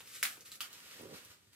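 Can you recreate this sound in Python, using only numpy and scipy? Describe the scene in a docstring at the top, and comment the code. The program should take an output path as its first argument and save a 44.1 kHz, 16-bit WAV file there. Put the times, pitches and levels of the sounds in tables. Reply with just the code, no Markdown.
"""A close, leafy rustle broken by crisp snaps: greens are sorted by hand in a small bare room.
Leaves rub in the held bunch by stick-slip friction and tick as they buckle; stalks fracture and ring.
Then a hand brushes past a plastic sack, bumps softly into the heap on the floor and draws out a leaf.
All is heard in stereo, with the room's short reverberation and its faint low noise."""
import sys
import numpy as np
from scipy import signal
from scipy.fft import rfft, irfft, next_fast_len
from scipy.io import wavfile

SR = 44100
rng = np.random.default_rng(int(sys.argv[2]) if len(sys.argv) > 2 else 0)


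def unload_audio(sound):
    """Save the sound as a 16-bit wav file, at the path given as the first command line argument."""
    columns = np.transpose(np.atleast_2d(sound))
    # keep every value between -1 and 1, then stretch to whole-number steps
    steps = np.round(np.clip(columns, -1, 1) * 32767)
    wavfile.write(sys.argv[1], SR, steps.astype(np.int16))


N = 68355


def amp(db):
    """Amplitude ratio of a level in decibels."""
    return 10 ** (np.asarray(db) / 20)


def unit(x):
    """Normalisation to an rms of 1."""
    return x / np.sqrt(np.mean(x ** 2) + 1e-20)


def along(points, hz):
    """Interpolation of (frequency_hz, value) points on a logarithmic frequency axis."""
    knots_hz, values = np.transpose(points)
    return np.interp(np.log(hz + 1), np.log(knots_hz + 1), values)


def envelope(points):
    """Amplitude envelope through (time_s, level_db) points."""
    return amp(np.interp(np.arange(N) / SR, *np.transpose(points)))


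def filtered(x, response):
    """Linear filtering: the spectrum is multiplied by a frequency response."""
    size = x.shape[-1]
    padded = next_fast_len(size + 8192)
    return irfft(rfft(x, padded) * response(np.fft.rfftfreq(padded, 1 / SR)), padded)[..., :size]


def coloured(x, tone):
    """Minimum-phase filtering at unit energy, shaped by (frequency_hz, gain_db) points."""
    cepstrum = irfft(np.log(amp(along(tone, np.fft.rfftfreq(4096, 1 / SR)))))
    half = len(cepstrum) // 2
    causal = np.r_[cepstrum[0], 2 * cepstrum[1:half], np.zeros(half)]
    kernel = irfft(np.exp(rfft(causal)))
    return signal.fftconvolve(x, kernel / np.linalg.norm(kernel))[:len(x)]


def add(track, start_s, sound):
    """Superposition of a sound on a track."""
    part = track[..., max(0, round(start_s * SR)):][..., :sound.shape[-1]]
    part += sound[..., :part.shape[-1]]


def diffuse(pair):
    """Diffuse field: two independent noises are mixed so that long waves are alike on both sides."""
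    # left-right likeness: frequency_hz, coherence
    likeness = [(100, 0.69), (400, 0.65), (1200, 0), (3000, 0.1), (12000, 0)]

    def mid_side_gains(hz):
        angle = np.arccos(np.clip(along(likeness, hz), -1, 1)) / 2
        return np.array([np.cos(angle), np.sin(angle)])

    mid, side = filtered(pair, mid_side_gains)
    return np.array([mid + side, mid - side])


def in_room(x, wet_db, lag_ms, pan_db):
    """Reverberation follows the direct sound; lag_ms and pan_db are left relative to right."""
    # reverberation time: frequency_hz, t60_s
    decay = [(150, 0.15), (800, 0.38), (2000, 0.22), (6000, 0.2), (15000, 0.22)]
    early_db, early_t60_s, gap_s = 0.5, 0.028, 0.0021
    bands_hz, t, noise = signal.stft(rng.standard_normal((2, SR // 3)), SR, nperseg=256)
    late = amp(-60 * t / along(decay, bands_hz)[:, None])
    early = amp(early_db - 60 * t / early_t60_s)
    tail = signal.istft(noise * (late + early), SR, nperseg=256)[1]
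    onset = np.clip(np.arange(tail.shape[1]) / SR / gap_s - .5, 0, 1)
    tail = diffuse(tail) * onset
    wet = signal.fftconvolve(x[None], tail / np.linalg.norm(tail[0]), axes=1)[:, :len(x)]
    sides = np.array([[.5], [-.5]])
    direct = filtered(x, lambda hz: np.exp(-2j * np.pi * hz * sides * lag_ms / 1000))
    return amp(sides * pan_db) * (direct + amp(wet_db) * wet) / np.hypot(1, amp(wet_db))


def room_tone(level_db=-72.5):
    """Ambient noise: the still room holds a faint, low diffuse field."""
    # noise spectrum: frequency_hz, gain_db
    tone = [(25, -71), (48, -27), (65, -4.5), (85, -1), (120, -3), (220, -4), (450, -11), (900, -22.5),
            (3000, -31), (8000, -16.5), (16000, -38)]
    noise = diffuse(rng.standard_normal((2, N)))
    return amp(level_db) * unit(filtered(noise, lambda hz: amp(along(tone, hz))))


def friction(per_s, spread_db, hiss):
    """Stick-slip friction: random impulses of uneven size over a smooth sliding noise, at rms 1."""
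    sizes = rng.choice([-1, 1], N) * amp(spread_db * np.minimum(rng.exponential(size=N), 4))
    slips = sizes * (rng.random(N) < per_s / SR)
    return unit(unit(slips) + hiss * rng.standard_normal(N))


def rubbing(effort, tone, per_s, wet_db, lag_ms, pan_db, count=3):
    """Incoherent sources add in power: several leaves slip at once, each with its own reflections."""
    leaves = [coloured(friction(per_s, spread_db=2.5, hiss=.8) * envelope(effort), tone)
              for _ in range(count)]
    return sum(in_room(leaf, wet_db, lag_ms, pan_db) for leaf in leaves) / np.sqrt(count)


def heap_bumps():
    """Damped impacts: the heap yields with a dull shuffle and knocks; lower ones rise and fade slower."""
    # weight of the hand on the heap: time_s, level_db
    press = [(.93, -73), (.98, -61), (1.02, -52), (1.09, -56), (1.14, -49.5), (1.19, -73), (1.26, -71),
             (1.32, -71.5), (1.37, -100)]
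    # spectrum of the shuffle: frequency_hz, gain_db
    tone = [(30, -51), (55, -41), (85, 1.5), (160, 3), (350, 2), (520, 4.5), (700, -8), (1200, -8),
            (3000, -54)]
    # knocks of hand, leaves and knees: start_s, relative_level_db, pitch_hz
    knocks = [(.005, -55, 475), (.377, -51.5, 340), (0.409, -55.5, 397), (.609, -57, 328),
              (.996, -42.5, 450), (1.005, -55, 266), (1.031, -42, 345), (1.042, -56, 88),
              (1.056, -41.5, 394), (1.066, -50, 322), (1.121, -46, 211), (1.13, -43.5, 377),
              (1.135, -58, 85.4), (1.25, -58, 104), (1.296, -58.5, 92), (1.473, -61.5, 96)]
    t60_cycles, rise_cycles = 9.3, 0.74
    t = np.arange(SR // 5) / SR
    out = coloured(friction(per_s=480, spread_db=1, hiss=0.52) * envelope(press), tone)
    for start_s, level_db, pitch_hz in knocks:
        cycles = t * pitch_hz
        swell = amp(level_db - 60 * cycles / t60_cycles) * (1 - np.exp(-cycles / rise_cycles))
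        add(out, start_s, 2 * swell * np.sin(2 * np.pi * cycles))
    low_cut = signal.butter(3, 65, "high", fs=SR, output="sos")
    return in_room(signal.sosfilt(low_cut, out), wet_db=-7, lag_ms=0.3, pan_db=-3.5)


def heap_brushing():
    """Sliding friction: the hand brushes the sack and the loose leaves."""
    # strength of the brushing: time_s, level_db
    effort = [(.58, -74), (.64, -48), (.685, -62.5), (.745, -52), (.78, -56), (.88, -54), (.92, -52),
              (.96, -55.5), (.995, -55), (1.09, -59.5), (1.16, -50), (1.21, -58), (1.28, -60),
              (1.315, -54.5), (1.37, -69.5), (1.44, -69.5), (1.51, -71.5), (1.55, -61)]
    # friction spectrum: frequency_hz, gain_db
    tone = [(150, -19.5), (450, -10), (850, -6), (1350, 1), (2800, 3), (4500, 1), (6500, -2), (8000, -2.5),
            (10000, -7.5), (13000, -4), (16000, -12.5)]
    return rubbing(effort, tone, per_s=600, wet_db=2, lag_ms=0.097, pan_db=-0.9)


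def bunch_rustle():
    """Stick-slip friction: waxy leaves slide over each other between the hands."""
    # strength of the rubbing: time_s, level_db
    effort = [(0, -50.5), (.022, -59), (.042, -59.5), (.08, -54), (.13, -53), (.155, -45.5), (.185, -53.5),
              (.225, -52), (.31, -50.5), (.36, -57), (.385, -64.5), (.42, -55), (.44, -79.5), (.455, -49.5),
              (.485, -58), (.505, -59), (.55, -52.5), (.585, -99), (.65, -80), (.72, -100)]
    # friction spectrum: frequency_hz, gain_db
    tone = [(150, -18), (500, -14.5), (950, -18), (1250, 0), (1900, 0.5), (2500, 0.5), (4200, 0.5),
            (6000, -1.5), (8000, 0.5), (10000, -1.5), (13500, 0), (16000, -16)]
    return rubbing(effort, tone, per_s=700, wet_db=1.5, lag_ms=0.033, pan_db=0.3)


def leaf_crinkles():
    """Buckling: a leaf gives way with one short burst of band-limited noise."""
    # single crinkles: start_s, relative_level_db, centre_hz
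    ticks = [(.006, -43, 2040), (0.075, -43, 3340), (0.3712, -47.5, 1420), (0.4082, -45.5, 6100),
             (0.4536, -65, 4030), (.4805, -47, 4050), (0.5559, -40.5, 4550), (0.6165, -31, 3240),
             (0.707, -50, 2730), (0.73, -38, 6200), (0.8035, -49, 4760), (0.9116, -42.5, 3000),
             (.993, -48, 1500), (1.015, -46, 11400), (1.2495, -44, 6260), (1.533, -52, 4260)]
    t60_s, band_ratio = 0.0067, 2 ** 1.33
    out, t = np.zeros((2, N)), np.arange(SR // 4) / SR
    for start_s, level_db, hz in ticks:
        tone = [(hz / band_ratio ** 2, -26), (hz / band_ratio, -6), (hz, 0), (hz * band_ratio ** 2, -14)]
        tick = coloured(rng.standard_normal(len(t)) * amp(level_db - 60 * t / t60_s), tone)
        add(out, start_s, in_room(tick, wet_db=0.5, lag_ms=0.061, pan_db=-0.5) * amp(3.5))
    return out


def stalk_snaps(fibre_count=6):
    """Brittle fracture: a stalk's modes ring briefly while its fibres part one after another."""
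    # breaks, at relative levels: start_s, tear_db, t60_s, then three pairs of mode_hz, mode_db
    breaks = [(0.2285, -11.5, 0.0049, 1635, -19, 2130, -16.5, 10350, -17.5),
              (0.252, -20.5, 0.0018, 1610, -14.5, 2430, -15.5, 4600, -22),
              (0.5177, -32, 0.0082, 1320, -45, 4100, -35.5, 7650, -39.5),
              (0.6058, -22, 0.0075, 1240, -29.5, 2970, -26, 4680, -30)]
    # spectrum of a parting fibre: frequency_hz, gain_db
    fibre_tone = [(25, -20), (100, -30), (220, -7), (500, -16.5), (780, -2), (1020, -21), (1400, -4.5),
                  (3000, 5), (6000, 3.5), (11000, 2.5), (15500, 1.5)]
    fibre_gap_s, fibre_loss_db = .0004, 1.65
    ring_rise_s, ring_low_hz = 0.00013, 1182
    out, t = np.zeros((2, N)), np.arange(SR // 3) / SR
    click = coloured(signal.unit_impulse(len(t)), fibre_tone)
    small_body = signal.butter(7, ring_low_hz, "high", fs=SR, output="sos")  # radiates little bass
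    rise = 1 - np.exp(-t / ring_rise_s)
    for start_s, tear_db, t60_s, *modes in breaks:
        for mode_hz, mode_db in zip(modes[::2], modes[1::2]):
            ring = amp(mode_db - 60 * t / t60_s) * rise * np.sin(2 * np.pi * mode_hz * t)
            radiated = signal.sosfilt(small_body, ring)
            add(out, start_s, in_room(radiated, wet_db=1.5, lag_ms=0.029, pan_db=-1.0) * amp(3))
        for k, (jitter, polarity) in enumerate(rng.random((fibre_count, 2))):
            fibre = np.sign(polarity - .5) * amp(tear_db - fibre_loss_db * k) * click
            parting_s = start_s + (k + 1 + jitter) * fibre_gap_s
            add(out, parting_s, in_room(fibre, wet_db=7, lag_ms=0.016, pan_db=0.5) * amp(7))
    return out


def scene():
    """Superposition of all sources at the stereo microphone."""
    return stalk_snaps() + leaf_crinkles() + bunch_rustle() + heap_brushing() + heap_bumps() + room_tone()


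def record(dry, cutoff_hz=15600):
    """Band limiting: a steep low-pass removes the highest treble."""
    return filtered(dry, lambda hz: 1 / np.sqrt(1 + (hz / cutoff_hz) ** 160))


dry = scene()
out = record(dry)
unload_audio(out)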